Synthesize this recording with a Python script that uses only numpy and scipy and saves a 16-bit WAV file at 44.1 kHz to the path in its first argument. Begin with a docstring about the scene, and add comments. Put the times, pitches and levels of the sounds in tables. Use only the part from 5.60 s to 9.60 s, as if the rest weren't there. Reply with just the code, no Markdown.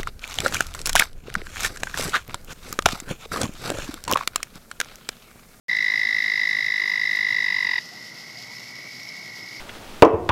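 """A toad trills close by at a garden pond: about fifty short arched chirps a second, which slow down
and turn raspy as the call runs out. Each chirp is one puff of air through the vocal folds, with a dull
after-ring and two early echoes. One farther toad trills throughout and two more join as the near one
stops, over trickling water, a few bubbling drips and splashes, and a low rumble with a faint hum."""
import sys
import numpy as np
from scipy import signal
from scipy.fft import rfft, irfft
from scipy.io import wavfile

SR = 44100
rng = np.random.default_rng(int(sys.argv[2]) if len(sys.argv) > 2 else 0)


def dump_mix(stems):
    """Bounce the given channels to the path in sys.argv[1] as a 16-bit WAV at rate SR."""
    frames = np.atleast_2d(stems).T  # one column per channel
    limited = np.clip(frames, -1, 1)  # hard clip at full scale
    pcm = np.round(limited * 32767).astype(np.int16)
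    wavfile.write(sys.argv[1], SR, pcm)


N = 176400
T = np.arange(N) / SR
CHIRP_T = np.arange(-SR // 100, SR // 80) / SR  # seconds from the top of a chirp's pitch arch

# pace of the near trill (time [s], rate [chirps/s])
TRILL_RATE = [(0.1, 58.308), (0.16, 52.645), (0.45, 53.078), (0.7, 51.947), (1.1, 52.308), (1.3, 50.188),
              (1.45, 51.746), (1.8, 51.149), (2.0, 48.255), (2.1, 46.104), (2.19, 41.625)]
# the toad's effort (time [s], level [dB], top pitch [Hz])
CALL_EFFORT = [(.1, -13, 1995), (.5, -13.5, 1992), (.9, -13.5, 1990), (1.3, -14.5, 1992), (1.8, -14, 1984),
               (2.0, -14.5, 1985), (2.19, -14.5, 1962)]
# chirp length as the toad tires (time [s], stretch [x])
CHIRP_STRETCH = [(.1, 0.92), (1.7, 1.14), (2.19, 1.09)]
# clean tone (pitch multiple [x], level [dB], peak time [s], rise [s], fall [s], flatness [exponent])
CLEAN_PARTIALS = [(1, -5.5, .0004, 0.0041, .0042, 6.4), (1, -6, -.0004, .0018, 0.0018, 1.7),
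                  (1, -20, 0.00526, 0.0017, 0.0041, 0.69), (2, -17.5, -0.00057, 0.0039, 0.0065, 18),
                  (3, -22, .0054, 0.0013, .0014, 2.18), (3, -28, -0.0023, 0.00034, 0.00081, 1.1)]
# half-pitch rasp (pitch multiple [x], level [dB], peak time [s], rise [s], fall [s], flatness [exponent])
RASP_PARTIALS = [(.5, -19, 0.0015, 0.0033, 0.0025, 2.15), (1.5, -20, 0.003, 0.0012, 0.0054, 0.69),
                 (2.5, -14.5, .001, 0.0017, 0.0032, 1.7)]
# fader ride on the rasp (time [s], gain [dB])
RASP_RIDE = [(.1, -18), (.38, -9.5), (.55, -21), (.78, -9), (1.1, -16), (1.3, -3), (1.48, -12), (1.6, -5.5),
             (1.78, -7.5), (1.95, -2), (2.1, 1.5), (2.19, 1.5)]
# tone of the scrape that opens each chirp (frequency [Hz], relative level [dB])
SCRAPE_EQ = [(80, -72), (600, -20), (1050, -5.5), (1400, -17), (2000, -12), (2350, -7), (2700, -3.5),
             (3150, -19.5), (4300, -16), (4900, 2.5), (5500, -6.5), (6100, -34), (9000, -38)]


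def near_toad(start_s=.0981, end_s=2.195):
    """Puffs through the vocal folds make a train of chirps, each with a scrape and a half-pitch rasp."""
    jitter_s, shimmer_db, pitch_wobble, rasp_spread_db = .00007, .25, .0032, .5
    scrape_db, scrape_at_s, scrape_width_s = -19, -.0019, .0026
    times = chirp_times(curve(TRILL_RATE, T)[0], start_s, end_s)
    voice, scrape_gate = np.zeros(N), np.zeros(N)
    for s, (late, loud, sharp, rough) in zip(times, rng.standard_normal((len(times), 4))):
        db, hz = curve(CALL_EFFORT, s)
        hz *= 1 + pitch_wobble * sharp
        t = CHIRP_T / curve(CHIRP_STRETCH, s)[0]
        rasp = amp(curve(RASP_RIDE, s)[0] + rasp_spread_db * rough)
        tone = chirp(t, hz, CLEAN_PARTIALS) + rasp * chirp(t, hz, RASP_PARTIALS)
        scrape_swell = np.exp(-((t - scrape_at_s) / scrape_width_s) ** 2)
        onset = s + CHIRP_T[0] + jitter_s * late
        add(voice, onset, amp(db + shimmer_db * loud) * tone)
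        add(scrape_gate, onset, amp(db + scrape_db) * scrape_swell)
    return voice + colour(scrape_gate * rng.standard_normal(N), SCRAPE_EQ)


def chirp(t, top_hz, partials, arch=1):
    """One puff through the folds: the pitch arches around t = 0 while each partial swells and dies."""
    climb, sag, arch_s = .0898, .088, .004966
    droop = np.where(t < 0, climb, sag) * (t / arch_s) ** 2
    hz = top_hz * (1 - arch * np.minimum(droop, .18))
    lift = 1 + .023 * np.exp(-((t + .00054) / .0018) ** 2)  # the main tone pulls sharp where loudest
    out = np.zeros(len(t))
    for multiple, db, peak_s, rise_s, fall_s, flatness in partials:
        width_s = np.where(t < peak_s, rise_s, fall_s)
        swell = np.exp(-abs((t - peak_s) / width_s) ** flatness)
        cycles = np.cumsum(hz * (lift if multiple == 1 else multiple)) / SR
        out += amp(db) * swell * np.sin(2 * np.pi * cycles)
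    return out


def chirp_times(rate, start_s, end_s):
    """A trill fires one chirp for each whole cycle of its rate curve."""
    count = np.cumsum(rate) / SR
    count -= np.interp(start_s, T, count)
    return np.interp(np.arange(np.interp(end_s, T, count)), count, T)


# a dull after-ring of each chirp, then two early echoes (delay [s], level [dB])
RING_AND_ECHO_TAPS = [(.0066, -19), (.0158, -15), (.0275, -24)]


def ring_and_echoes(voice):
    """The voice plus a dull after-ring, two early echoes, a soft dark tail and a shorter bright one."""
    dull = signal.sosfilt(signal.butter(2, 3020, fs=SR, output="sos"), voice)
    overtones = signal.sosfilt(signal.butter(4, 4500, "high", fs=SR, output="sos"), voice)
    out = voice + amp(-21) * garden_tail(dull, t60_s=.19)
    out += amp(-6) * garden_tail(overtones, t60_s=.15)
    for delay_s, db in RING_AND_ECHO_TAPS:
        add(out, delay_s, amp(db) * dull)
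    return out


def garden_tail(x, t60_s):
    """Diffuse scatter from plants and banks, as loud as the sound that feeds it."""
    t = T[:SR // 2]
    decay = np.exp(-np.log(1000) * t / t60_s) * np.minimum(t / .0033, 1)
    wet = signal.fftconvolve(x, decay * rng.standard_normal(len(t)))[:N]
    return evened(wet) * np.std(x)


# the far chorus, the mid voice farthest off (time [s], level [dB], top pitch [Hz], rate [chirps/s])
LOW_CALL = [(0, -26, 2000, 55), (2.2, -40, 1994, 66), (2.6, -40.5, 1988, 48.4), (2.9, -40, 2008, 59),
            (3.4, -40.5, 1984, 57.5), (4, -42, 1987, 59)]
HIGH_CALL = [(2.35, -52.5, 2142, 60.1), (2.65, -43.5, 2148, 60.2), (2.95, -42.5, 2225, 58.77),
             (3.25, -39, 2240, 54.05), (3.55, -38.5, 2208, 57.25), (3.8, -38.5, 2170, 55.9),
             (4, -37.5, 2200, 57.95)]
MID_CALL = [(2.2, -49, 2074, 46), (2.7, -46, 2122, 50), (3.3, -48.5, 2124, 48.6), (4, -43, 2128, 45.4)]


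def far_toad(call):
    """The same kind of trill, duller, less arched in pitch and smeared by distance."""
    jitter_s, shimmer_db, rise_s, fall_s = .00009, 1.1, .0053, .0049
    partials = [(1, 0, .0013, rise_s, fall_s, 2.44), (2, -26, 0, rise_s, fall_s, 2)]  # tone, faint octave
    times = chirp_times(curve(call, T)[2], call[0][0], T[-1])
    voice = np.zeros(N)
    for s, (late, loud) in zip(times, rng.standard_normal((len(times), 2))):
        db, hz, _ = curve(call, s)
        tone = chirp(CHIRP_T, hz, partials, arch=.42)
        add(voice, s + CHIRP_T[0] + jitter_s * late, amp(db + shimmer_db * loud) * tone)
    return voice + amp(-2.5) * garden_tail(voice, t60_s=.2)


# drops that trap a bubble (time [s], starting pitch [Hz], level [dB])
BUBBLE_CUES = [(2.315, 687, -47.5), (2.335, 793, -53), (2.772, 4800, -32), (2.775, 680, -49.5),
               (2.9, 916, -46), (2.967, 5200, -34), (3.0, 670, -63), (3.187, 5060, -37),
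               (3.432, 5450, -34.5), (3.45, 805, -51), (3.489, 5270, -29.5), (3.57, 688, -52.5),
               (3.83, 5114, -33)]
# sharp splashes (time [s], level [dB])
SPLASH_CUES = [(0.164, -38), (.51, -49), (1.301, -39), (1.397, -43), (1.557, -36), (2.448, -43),
               (3.433, -41)]
# bright tone of a splash (frequency [Hz], relative level [dB])
SPLASH_EQ = [(1500, -47), (3500, 3), (5200, 10), (7000, 3), (9000, -11), (11500, -2.5), (15500, -7)]


def drips():
    """Larger drops: short splashes, and bubbles that glide up; small ones ring higher and more briefly."""
    rise_cycles, fade_cycles, glide_per_s, splash_fade_s = 3.3, 16, 2.76, .005
    t, bubbles, splashes = T[:SR // 8], np.zeros(N), np.zeros(N)
    for s, hz, db in BUBBLE_CUES:
        cycles = hz * (t + glide_per_s * t ** 2 / 2)
        swell = 2 * (1 - np.exp(-cycles / rise_cycles)) * np.exp(-cycles / fade_cycles)
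        add(bubbles, s, amp(db) * swell * np.sin(2 * np.pi * cycles))
    for s, db in SPLASH_CUES:
        add(splashes, s, amp(db) * np.exp(-t / splash_fade_s) * rng.standard_normal(len(t)))
    return bubbles + colour(splashes, SPLASH_EQ)


# sparkle of the trickling water (frequency [Hz], relative level [dB])
TRICKLE_EQ = [(900, -28.5), (1600, -13), (2700, -7), (3500, -7), (4300, -2.5), (4900, 1.5), (5300, 3.5),
              (5800, -5), (7000, -12), (8500, -20.5), (9500, -21.5), (11300, -17), (13500, -21.5),
              (15500, -25)]


def trickle(hiss_db=-45, spatter_db=-49, hits_per_s=700, hit_fade_s=.00093):
    """Water falling into the pond: a wavering hiss and a spatter of tiny impacts."""
    hiss = amp(hiss_db + 1.2 * drift(below_hz=14)) * rng.standard_normal(N)
    hits = rng.random(N) < hits_per_s / SR
    accents = amp(3.5 * np.minimum(rng.exponential(1, N), 3.2))
    decays = signal.lfilter([1], [1, -np.exp(-1 / (hit_fade_s * SR))], hits * accents)
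    spatter = amp(spatter_db) * evened(decays * rng.standard_normal(N))
    return colour(hiss + spatter, TRICKLE_EQ)


# low bed of outdoor noise (frequency [Hz], relative level [dB])
RUMBLE_EQ = [(18, -61), (30, -37), (54, -40), (67, -10.5), (86, -15), (114, 2.5), (193, 0.5), (232, 0.5),
             (534, -7), (674, -5.5), (720, -5.5), (1600, -8.5), (2080, -48), (3520, -120)]
# hum, perhaps the pond's pump (frequency [Hz], rms level [dB])
HUM_TONES = [(119.6, -67.5), (239.7, -66.5), (614, -68)]


def rumble(level_db=-50):
    """Low outdoor noise, wavering slightly, and a faint steady hum."""
    air = amp(level_db + drift(below_hz=16)) * evened(colour(rng.standard_normal(N), RUMBLE_EQ))
    hum = sum(amp(db) * np.sin(2 * np.pi * (hz * T + rng.random())) for hz, db in HUM_TONES)
    return air + np.sqrt(2) * hum


def amp(db):
    """Decibels to gain."""
    return 10 ** (np.asarray(db) / 20)


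def evened(x):
    """Scales to rms 1."""
    return x / np.sqrt(np.mean(x ** 2) + 1e-20)


def curve(table, s):
    """Reads a table's automation lanes at the times s."""
    times, *columns = np.transpose(table)
    return [np.interp(s, times, column) for column in columns]


def add(mix, s, sound):
    """Mixes a sound in at time s."""
    part = mix[max(round(s * SR), 0):][:len(sound)]
    part += sound[:len(part)]


def colour(x, eq, size=8192):
    """Minimum-phase EQ; white noise keeps its power."""
    hz, db = np.transpose(eq)
    bin_hz = abs(np.fft.fftfreq(size, 1 / SR))
    gain = evened(amp(np.interp(np.log(bin_hz + 1), np.log(hz), db)))
    taps = np.fft.ifft(np.exp(signal.hilbert(np.log(gain)).conj())).real
    return signal.oaconvolve(x, taps[:size // 2])[:len(x)]


def drift(below_hz):
    """Slow random wander of rms 1."""
    slow = np.fft.rfftfreq(N, 1 / SR) < below_hz
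    return evened(irfft(rfft(rng.standard_normal(N)) * slow, N))


def scene():
    """The near toad up front, the far chorus behind it and the pond around them, in mono."""
    chorus = far_toad(LOW_CALL) + far_toad(HIGH_CALL) + far_toad(MID_CALL)
    return (ring_and_echoes(near_toad()) + chorus + trickle() + drips() + rumble())[None]


def record(dry, open_s=.0835, high_cut_hz=15520):
    """The sound cuts in after a moment of silence; a steep high cut takes off the very top."""
    high_cut = signal.firwin(801, high_cut_hz, window=("kaiser", 9), fs=SR)
    return signal.oaconvolve(dry * (T >= open_s), high_cut[None], "same")


dry = scene()
out = record(dry)
dump_mix(out)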